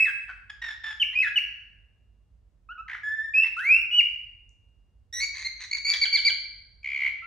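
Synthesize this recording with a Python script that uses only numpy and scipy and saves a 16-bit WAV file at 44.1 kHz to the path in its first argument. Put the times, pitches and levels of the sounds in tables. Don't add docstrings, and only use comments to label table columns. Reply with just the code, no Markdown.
import sys
import numpy as np
from scipy import signal
from scipy.fft import rfft, irfft, next_fast_len
from scipy.io import wavfile
from scipy.ndimage import map_coordinates

SR = 44100
rng = np.random.default_rng(int(sys.argv[2]) if len(sys.argv) > 2 else 0)


def wrap_up_sound(samples):
    columns = np.atleast_2d(samples).T
    tamed = np.clip(columns, -1, 1)
    steps = np.round(tamed * 32767).astype(np.int16)
    wavfile.write(sys.argv[1], SR, steps)


def amplitude_ratio(level_db):
    exponent = np.asarray(level_db, float) / 20
    return 10 ** exponent


N = 320166


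def along(points, hz):
    f, v = np.transpose(points)
    return np.interp(np.log(hz + 1), np.log(f + 1), v)


def unit(x):
    return x / np.sqrt(np.mean(x ** 2) + 1e-20)


def wobble(rate_hz):
    knots = rng.standard_normal(N // 32)
    return map_coordinates(knots, [np.arange(N) * min(rate_hz, 1300) / SR])


def filtered(x, response):
    m = next_fast_len(N + 8192)
    return irfft(rfft(x, m) * response(np.fft.rfftfreq(m, 1 / SR)), m)[..., :N]


def voiced(curve, second_db, upper_db):
    s, hz, db = np.transpose(curve)
    lift_db = .4 * (db.max() - db)
    return np.transpose([s, hz, db, second_db + lift_db, upper_db + lift_db])


def shaped(notes, manner):
    hurry, arch, attack_s, release_s, onset_db, tilt_db, end_db, second_db, upper_db = manner
    u = np.linspace(0, 1, num=25)
    glide = np.expm1(hurry * u) / np.expm1(hurry)
    lines = []
    for start_s, length_s, first_hz, last_hz, db in notes:
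        hz = (first_hz + (last_hz - first_hz) * glide) * (1 + arch * np.sin(np.pi * u))
        opened = min(attack_s / length_s, .7)
        closing = np.clip(1 - release_s / length_s, opened + .04, .98)
        level_db = db + np.interp(u, [0, opened, closing, 1], [onset_db, 0, tilt_db, end_db])
        curve = np.transpose([start_s + length_s * u, hz, level_db])
        lines.append(voiced(curve, second_db, upper_db))
    return lines


def sing(notes, flow, rough, jitter, slope_db, fourth_db, breath_db, half_db, frayed=1):
    out = np.zeros(N)
    bend, air, shake, drift, fray = flow
    for rows in notes:
        s, *cols = np.transpose(rows)
        at = np.arange(round(s[0] * SR), min(round(s[-1] * SR), N + 1) - 1)
        hz, db, second_db, upper_db = (np.interp(at / SR, s, c) for c in cols)
        phase = 2 * np.pi * np.cumsum(hz * (1 + bend[at] + jitter * drift[at])) / SR
        overtones = amplitude_ratio(second_db) * np.sin(2 * phase) + amplitude_ratio(upper_db) * np.sin(3 * phase)
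        for k in range(4, 8):
            partial_db = upper_db + fourth_db + slope_db * (k - 4)
            overtones += amplitude_ratio(partial_db) * np.sin(k * phase) * (k * hz < 16000)
        tone = np.sin(phase) + overtones * (1 + .7 * frayed * fray[at])
        tone *= np.sqrt(2) * (1 + rough * shake[at])
        tone *= 1 + amplitude_ratio(half_db) * np.sin(phase / 2)
        rise = np.clip((at - at[0] + (at[0] == 0) * SR) / (.0025 * SR), 0, 1)
        fall = np.clip((at[-1] - at) / (.005 * SR), 0, 1)
        gate = np.sin(np.pi / 2 * rise * fall) ** 2
        out[at] += amplitude_ratio(db) * gate * (tone + amplitude_ratio(breath_db) * air[at])
    return out


# glide_hurry (>0 late, <0 early), arch_share (of pitch), attack_s,
# release_s, onset_db, tilt_db, end_db, second_db (partial 2), upper_db (partials 3 up)
FALL_MANNER = (2.8, .005, .026, .005, -11, -2, -4, -35, -40)
PLUNGE_MANNER = (.3, .003, .002, .007, -1.5, -4, -18, -23, -36)
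RISE_MANNER = (-3.5, .003, .014, .006, -10, 1.5, -3, -34, -42)
# start_s, length_s, first_hz, last_hz, level_db
FALLS = [
    (.998, .037, 3137, 2480, -17),
    (1.357, .031, 2994, 2450, -14.5),
]
# start_s, length_s, first_hz, last_hz, level_db
PLUNGES = [
    (1.031, .011, 2500, 1900, -24),
    (1.384, .01, 2480, 1850, -20),
    (4.003, .014, 2650, 1720, -19),
]
# start_s, length_s, first_hz, last_hz, level_db
RISES = [
    (1.152, .076, 2340, 2570, -18),
    (3.337, .115, 2420, 2670, -17.5),
]
# time_s, pitch_hz, level_db
OPENING = [
    (0, 2595, -14.5),
    (.03, 2605, -13.5),
    (.047, 2600, -13.5),
    (.053, 2520, -18),
]
# time_s, pitch_hz, level_db
SWOOP = [
    (3.566, 1263, -33),
    (3.6, 1540, -27),
    (3.622, 1790, -33),
    (3.645, 2030, -33),
    (3.676, 2270, -19),
    (3.724, 2545, -13),
    (3.76, 2705, -19),
    (3.78, 2750, -27),
    (3.82, 2798, -30),
]
# time_s, pitch_hz, level_db
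DIVE = [
    (3.91, 2838, -30),
    (3.948, 2920, -18.5),
    (3.98, 2945, -17),
    (3.992, 2900, -11.5),
    (4.002, 2737, -15),
    (4.007, 2600, -20),
]


def whistles(flow):
    notes = shaped(FALLS, FALL_MANNER) + shaped(PLUNGES, PLUNGE_MANNER) + shaped(RISES, RISE_MANNER)
    notes += [voiced(OPENING, -38, -38), voiced(SWOOP, -37, -42), voiced(DIVE, -41, -45)]
    return amplitude_ratio(-1) * sing(notes, flow, rough=.017, jitter=.003, slope_db=1.5, fourth_db=-4,
                          breath_db=-46, half_db=-58)


PEEP_MANNER = (-.3, .003, .011, .01, -6, -1.5, -3, -16, -44)
# start_s, length_s, first_hz, last_hz, level_db
PEEPS = [
    (2.688, .042, 1265, 1500, -38),
    (2.778, .036, 1270, 1320, -37),
    (7.22, .08, 1320, 1400, -44),
]
# time_s, pitch_hz, level_db
HELD = [
    (3.032, 1712, -36.5),
    (3.084, 1722, -28),
    (3.162, 1773, -37.5),
    (3.19, 1750, -29.5),
    (3.226, 1763, -39),
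    (3.232, 1792, -35),
    (3.3, 1763, -36.5),
]


def soft_notes(flow):
    notes = shaped(PEEPS, PEEP_MANNER) + [voiced(np.add(HELD, [0, 0, .7]), -31, -37)]
    return amplitude_ratio(1) * sing(notes, flow, rough=.035, jitter=.007, slope_db=-4, fourth_db=-4,
                         breath_db=-44, half_db=-60, frayed=.4)


SAG_MANNER = (-3.6, .003, .018, .02, 7, 1.5, -1.5, -25, -35)
# start_s, length_s, first_hz, last_hz, level_db
SAGS = [
    (.05, .056, 2330, 1600, -30),
    (1.223, .069, 2350, 1670, -27),
]


def sags(flow):
    return sing(shaped(SAGS, SAG_MANNER), flow, rough=.25, jitter=.025, slope_db=-4, fourth_db=-4,
                breath_db=-32, half_db=-45)


MURMUR_MANNER = (.3, .003, .008, .02, -9, -3, -5, -11, -19)
# start_s, length_s, first_hz, last_hz, level_db
MURMURS = [
    (.496, .016, 1700, 1640, -35),
    (.615, .115, 1885, 1730, -33.5),
    (.835, .1, 1780, 1700, -33),
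]


def murmurs(flow):
    return amplitude_ratio(2) * sing(shaped(MURMURS, MURMUR_MANNER), flow, rough=.3, jitter=.013, slope_db=-7,
                         fourth_db=-10, breath_db=-12, half_db=-15, frayed=.2)


# time_s, pitch_hz, level_db
BUZZ = [
    (6.83, 2400, -52),
    (6.846, 2200, -33),
    (6.872, 2259, -27),
    (6.93, 2250, -30),
    (6.996, 2204, -28),
    (7.06, 2160, -24),
    (7.093, 2260, -28),
]


def buzz(flow):
    line = voiced(BUZZ, -29, -41)
    one_side = sing([line], flow, rough=.12, jitter=.014, slope_db=5, fourth_db=-17,
                    breath_db=-25, half_db=-30)
    other_side = sing([line * [1, 1.35, 1, 1, 1]], flow, rough=.24, jitter=.027, slope_db=-10,
                      fourth_db=-16, breath_db=-25.5, half_db=-12)
    return amplitude_ratio(2) * one_side + amplitude_ratio(-17) * other_side


HONK_MANNER = (.3, .015, .011, .006, -8, 1.5, -8, 2, -14)
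# start_s, length_s, first_hz, last_hz, level_db
HONKS = [
    (5.445, .033, 2040, 2100, -31),
    (5.71, .05, 2190, 2210, -26),
    (5.846, .08, 2220, 2290, -26.5),
]
# time_s, pitch_hz, level_db
STEP = [
    (5.126, 1870, -45),
    (5.14, 1920, -41),
    (5.205, 1960, -37),
]
# time_s, pitch_hz, level_db
STEPPED = [
    (5.2, 2020, -35),
    (5.212, 2190, -28),
    (5.228, 2250, -26.5),
    (5.254, 2220, -30),
]


def squawks(flow):
    notes = shaped(HONKS, HONK_MANNER) + [voiced(STEP, -2, 4), voiced(STEPPED, -2, -13)]
    return amplitude_ratio(-1) * sing(notes, flow, rough=.2, jitter=.014, slope_db=-5, fourth_db=-14,
                          breath_db=-23, half_db=-36, frayed=.3)


YELP_MANNER = (4, .06, .008, .008, -5, 3, -9, 4, -22)
# start_s, length_s, first_hz, last_hz, level_db
YELPS = [
    (6.013, .035, 2203, 1870, -25),
    (6.125, .044, 2211, 1950, -24),
    (6.247, .045, 2228, 1880, -24),
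]


def yelps(flow):
    return amplitude_ratio(-1) * sing(shaped(YELPS, YELP_MANNER), flow, rough=.06, jitter=.005, slope_db=-5,
                          fourth_db=-12, breath_db=-28, half_db=-36, frayed=.15)


CROAK_MANNER = (-1.5, .003, .006, .006, 1.5, -1.5, -4, 8, -5)
# start_s, length_s, first_hz, last_hz, level_db
CROAKS = [
    (3.588, .018, 1420, 1530, -54),
    (5.898, .017, 2430, 2240, -46),
    (5.936, .017, 1804, 1546, -41),
    (6.049, .02, 1815, 1456, -36),
    (6.17, .026, 1905, 1480, -41),
    (6.294, .019, 1740, 1477, -40),
]


def croaks(flow):
    return amplitude_ratio(-1) * sing(shaped(CROAKS, CROAK_MANNER), flow, rough=.2, jitter=.015, slope_db=-6,
                          fourth_db=-6, breath_db=-13, half_db=-4)


GRATE_MANNER = (.3, .02, .012, .012, -8, -1.5, -9, -3, -9)
# start_s, length_s, first_hz, last_hz, level_db
GRATES = [
    (5.34, .1, 2100, 2100, -41),
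    (5.595, .065, 2110, 1960, -40),
    (5.758, .035, 2150, 2007, -42),
    (5.92, .055, 2000, 1900, -35),
]


def grates(flow):
    return amplitude_ratio(-2) * sing(shaped(GRATES, GRATE_MANNER), flow, rough=.7, jitter=.045, slope_db=-10,
                          fourth_db=-14, breath_db=-12, half_db=-11)


RASP_MANNER = (.3, .02, .02, .03, -12, -3, -16, -25, -33)
# start_s, length_s, first_hz, last_hz, level_db
RASPS = [
    (.28, .045, 1600, 1450, -35),
    (1.127, .03, 1900, 2050, -37),
    (2.879, .11, 1870, 1845, -31),
    (3.43, .06, 1900, 2180, -31),
]


def rasps(flow):
    return amplitude_ratio(-1) * sing(shaped(RASPS, RASP_MANNER), flow, rough=.6, jitter=.05, slope_db=-8,
                          fourth_db=-8, breath_db=-18, half_db=-10)


# start_s, end_s, rate_hz, depth (0-1), slide_share (of pitch)
THROBS = [
    (-.002, .053, 47, .7, 0),
    (.613, .73, 46, .65, .015),
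    (.833, .935, 45, .5, .015),
    (1.17, 1.226, 71, .8, 0),
    (2.878, 2.98, 62, .8, .12),
    (3.396, 3.452, 89, .65, 0),
    (5.7055, 5.762, 54, .98, .02),
    (5.845, 5.861, 62, .7, .02),
    (6.8395, 7.095, 68.5, .96, .065),
]


def valve():
    gain, bend = np.ones(N), np.zeros(N)
    for start_s, end_s, rate_hz, depth, slide in THROBS:
        at = np.arange(max(round(start_s * SR) - 300, 0), round(end_s * SR) + 300)
        t = at / SR
        turns = rate_hz * np.clip(t - start_s, 0, end_s - start_s)
        sharp = 2.1 - 1.6 * turns / turns[-1]
        inside = np.clip(np.minimum(t - start_s, end_s - t) / .006 + 1, 0, 1)
        burst = np.abs(np.sin(np.pi * turns)) ** (2 * sharp)
        gain[at] *= 1 - inside * min(depth, 1) * (1 - burst)
        bend[at] += inside * slide * np.sin(2 * np.pi * turns)
    gain *= amplitude_ratio(1.2 * wobble(60))
    return gain, bend


# freq_hz, level_db (per Hz)
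BREATH = [(300, -17), (600, -3), (1500, 0), (2700, 0), (4500, -9), (7000, -22), (11000, -34), (16000, -50)]
# freq_hz, gain_db
THROAT = [(500, -16.5), (1200, -2.5), (3000, 1), (5000, -3), (6600, -1), (7600, -5.5), (12000, -0.5),
          (15500, -5)]


def bird():
    gain, bend = valve()
    air = unit(filtered(rng.standard_normal(N), lambda hz: amplitude_ratio(along(BREATH, hz))))
    shake, drift, fray = wobble(900), wobble(400), wobble(500)
    flow = bend, air, shake, drift, fray
    song = whistles(flow) + soft_notes(flow) + sags(flow) + murmurs(flow) + buzz(flow)
    song += squawks(flow) + yelps(flow) + croaks(flow) + grates(flow) + rasps(flow)
    return filtered(song * gain, lambda hz: amplitude_ratio(along(THROAT, hz)))


# time_s, level_db, centre_hz, width_hz
TICK = (4.493, -54, 6500, 1600)


def claw():
    time_s, db, centre_hz, width_hz = TICK
    blow = np.zeros(N)
    blow[round(time_s * SR)] = amplitude_ratio(db + 23)

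    def resonance(f):
        damping = 1j * f * width_hz
        return (damping / (centre_hz ** 2 - f * f + damping)) ** 2
    return filtered(blow, resonance)


# freq_hz, level_db, t60_s
CAGE = [
    (2405, -40, 1.0),
    (2690, -39, 1.1),
    (2830, -39, 1.2),
]


def cage(x):
    t = np.arange(SR * 3 // 2) / SR
    ring = np.zeros(len(t))
    for hz, db, t60_s in CAGE:
        ring += amplitude_ratio(db - 60 * t / t60_s) * np.sqrt(14 / t60_s / SR) * np.sin(2 * np.pi * hz * t)
    return signal.fftconvolve(x, ring)[:N]


# freq_hz, gain_db
BRIGHT_ROOM = [(3000, 0), (4200, .7), (5500, 2.5), (15000, 2.5)]
# freq_hz, t60_s
ROOM_DECAY = [(500, 0.46), (1500, 0.88), (2800, 0.62), (4500, 0.76), (9000, 0.33), (14000, .36)]


def room(x):
    x = filtered(x, lambda hz: amplitude_ratio(along(BRIGHT_ROOM, hz)))
    hz, t, z = signal.stft(rng.standard_normal((2, SR * 3 // 2)), SR, nperseg=256)
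    decay = amplitude_ratio(-60 * t / along(ROOM_DECAY, hz)[:, None])
    tail = signal.istft(z * decay, SR, nperseg=256)[1]
    t = np.arange(tail.shape[1]) / SR
    tail = tail * np.clip(t / .014, 0, 1) * (1 + .4 * amplitude_ratio(-60 * t / .3))
    tail = np.array([tail[0] + .65 * tail[1], tail[0] - .65 * tail[1]])
    return signal.fftconvolve(x[None], tail / np.linalg.norm(tail[0]), axes=1)[:, :N]


def earlier():
    t = np.arange(N) / SR
    left_hz_db = [(1100, -52.5), (1600, -16), (2250, 3), (2620, -5), (3000, -22.5), (3500, -47.5),
                  (4800, -50), (5200, -39.5), (5700, -57), (7300, -54), (7800, -19), (8400, -54),
                  (9900, -53), (10400, -25), (11200, -55.5)]
    ring = filtered(rng.standard_normal((2, N)), lambda hz: amplitude_ratio(along(left_hz_db, hz)))
    return amplitude_ratio(-30 - 80 * t) * unit(ring)


# freq_hz, level_db (per Hz)
HUM = [(20, -32), (33, -22), (42, -2), (52, 4.5), (75, -8.5), (100, -6.5), (125, -19), (190, -23),
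       (300, -33.5), (600, -36), (1200, -44.5), (4000, -52.5), (8000, -56.5), (16000, -69)]
# freq_hz, correlation (0-1)
ALIKE = [(50, 1), (120, 0.52), (300, 0.96), (700, 0.37), (3000, .3), (10000, .3)]


def house():
    def mid_side(hz):
        turn = np.arccos(np.clip(along(ALIKE, hz), -1, 1)) / 2
        return amplitude_ratio(along(HUM, hz)) * [np.cos(turn), np.sin(turn)]
    mid, side = filtered(rng.standard_normal((2, N)), mid_side)
    lean_hz_db = [(60, -2.5), (130, -.8), (300, -1), (600, .2)]
    left_right = np.array([[1], [-1]])
    pair = np.array([mid + side, mid - side])
    pair = filtered(pair, lambda hz: amplitude_ratio(along(lean_hz_db, hz) * left_right))
    pair = amplitude_ratio(-57) * unit(pair)
    rumble = filtered(pair, lambda hz: 1 / (1 + (hz / 80) ** 6))
    swell_db = -60.5 + 1.8 * wobble(1.6)
    return pair - rumble + amplitude_ratio(swell_db + 1) * unit(rumble)


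def scene():
    near = bird() + claw()
    lead_s = 3e-5 * np.array([[1], [-1]])
    direct = filtered(near, lambda hz: np.exp(1j * np.pi * hz * lead_s))
    direct = direct * amplitude_ratio([[-.4], [.4]])
    return direct + amplitude_ratio(-5.5) * room(near) + cage(near) + earlier() + house()


def roll_off(x):
    return signal.sosfilt(signal.butter(12, 15600, fs=SR, output="sos"), x)


def record(dry):
    return roll_off(dry)


dry = scene()
out = record(dry)
wrap_up_sound(out)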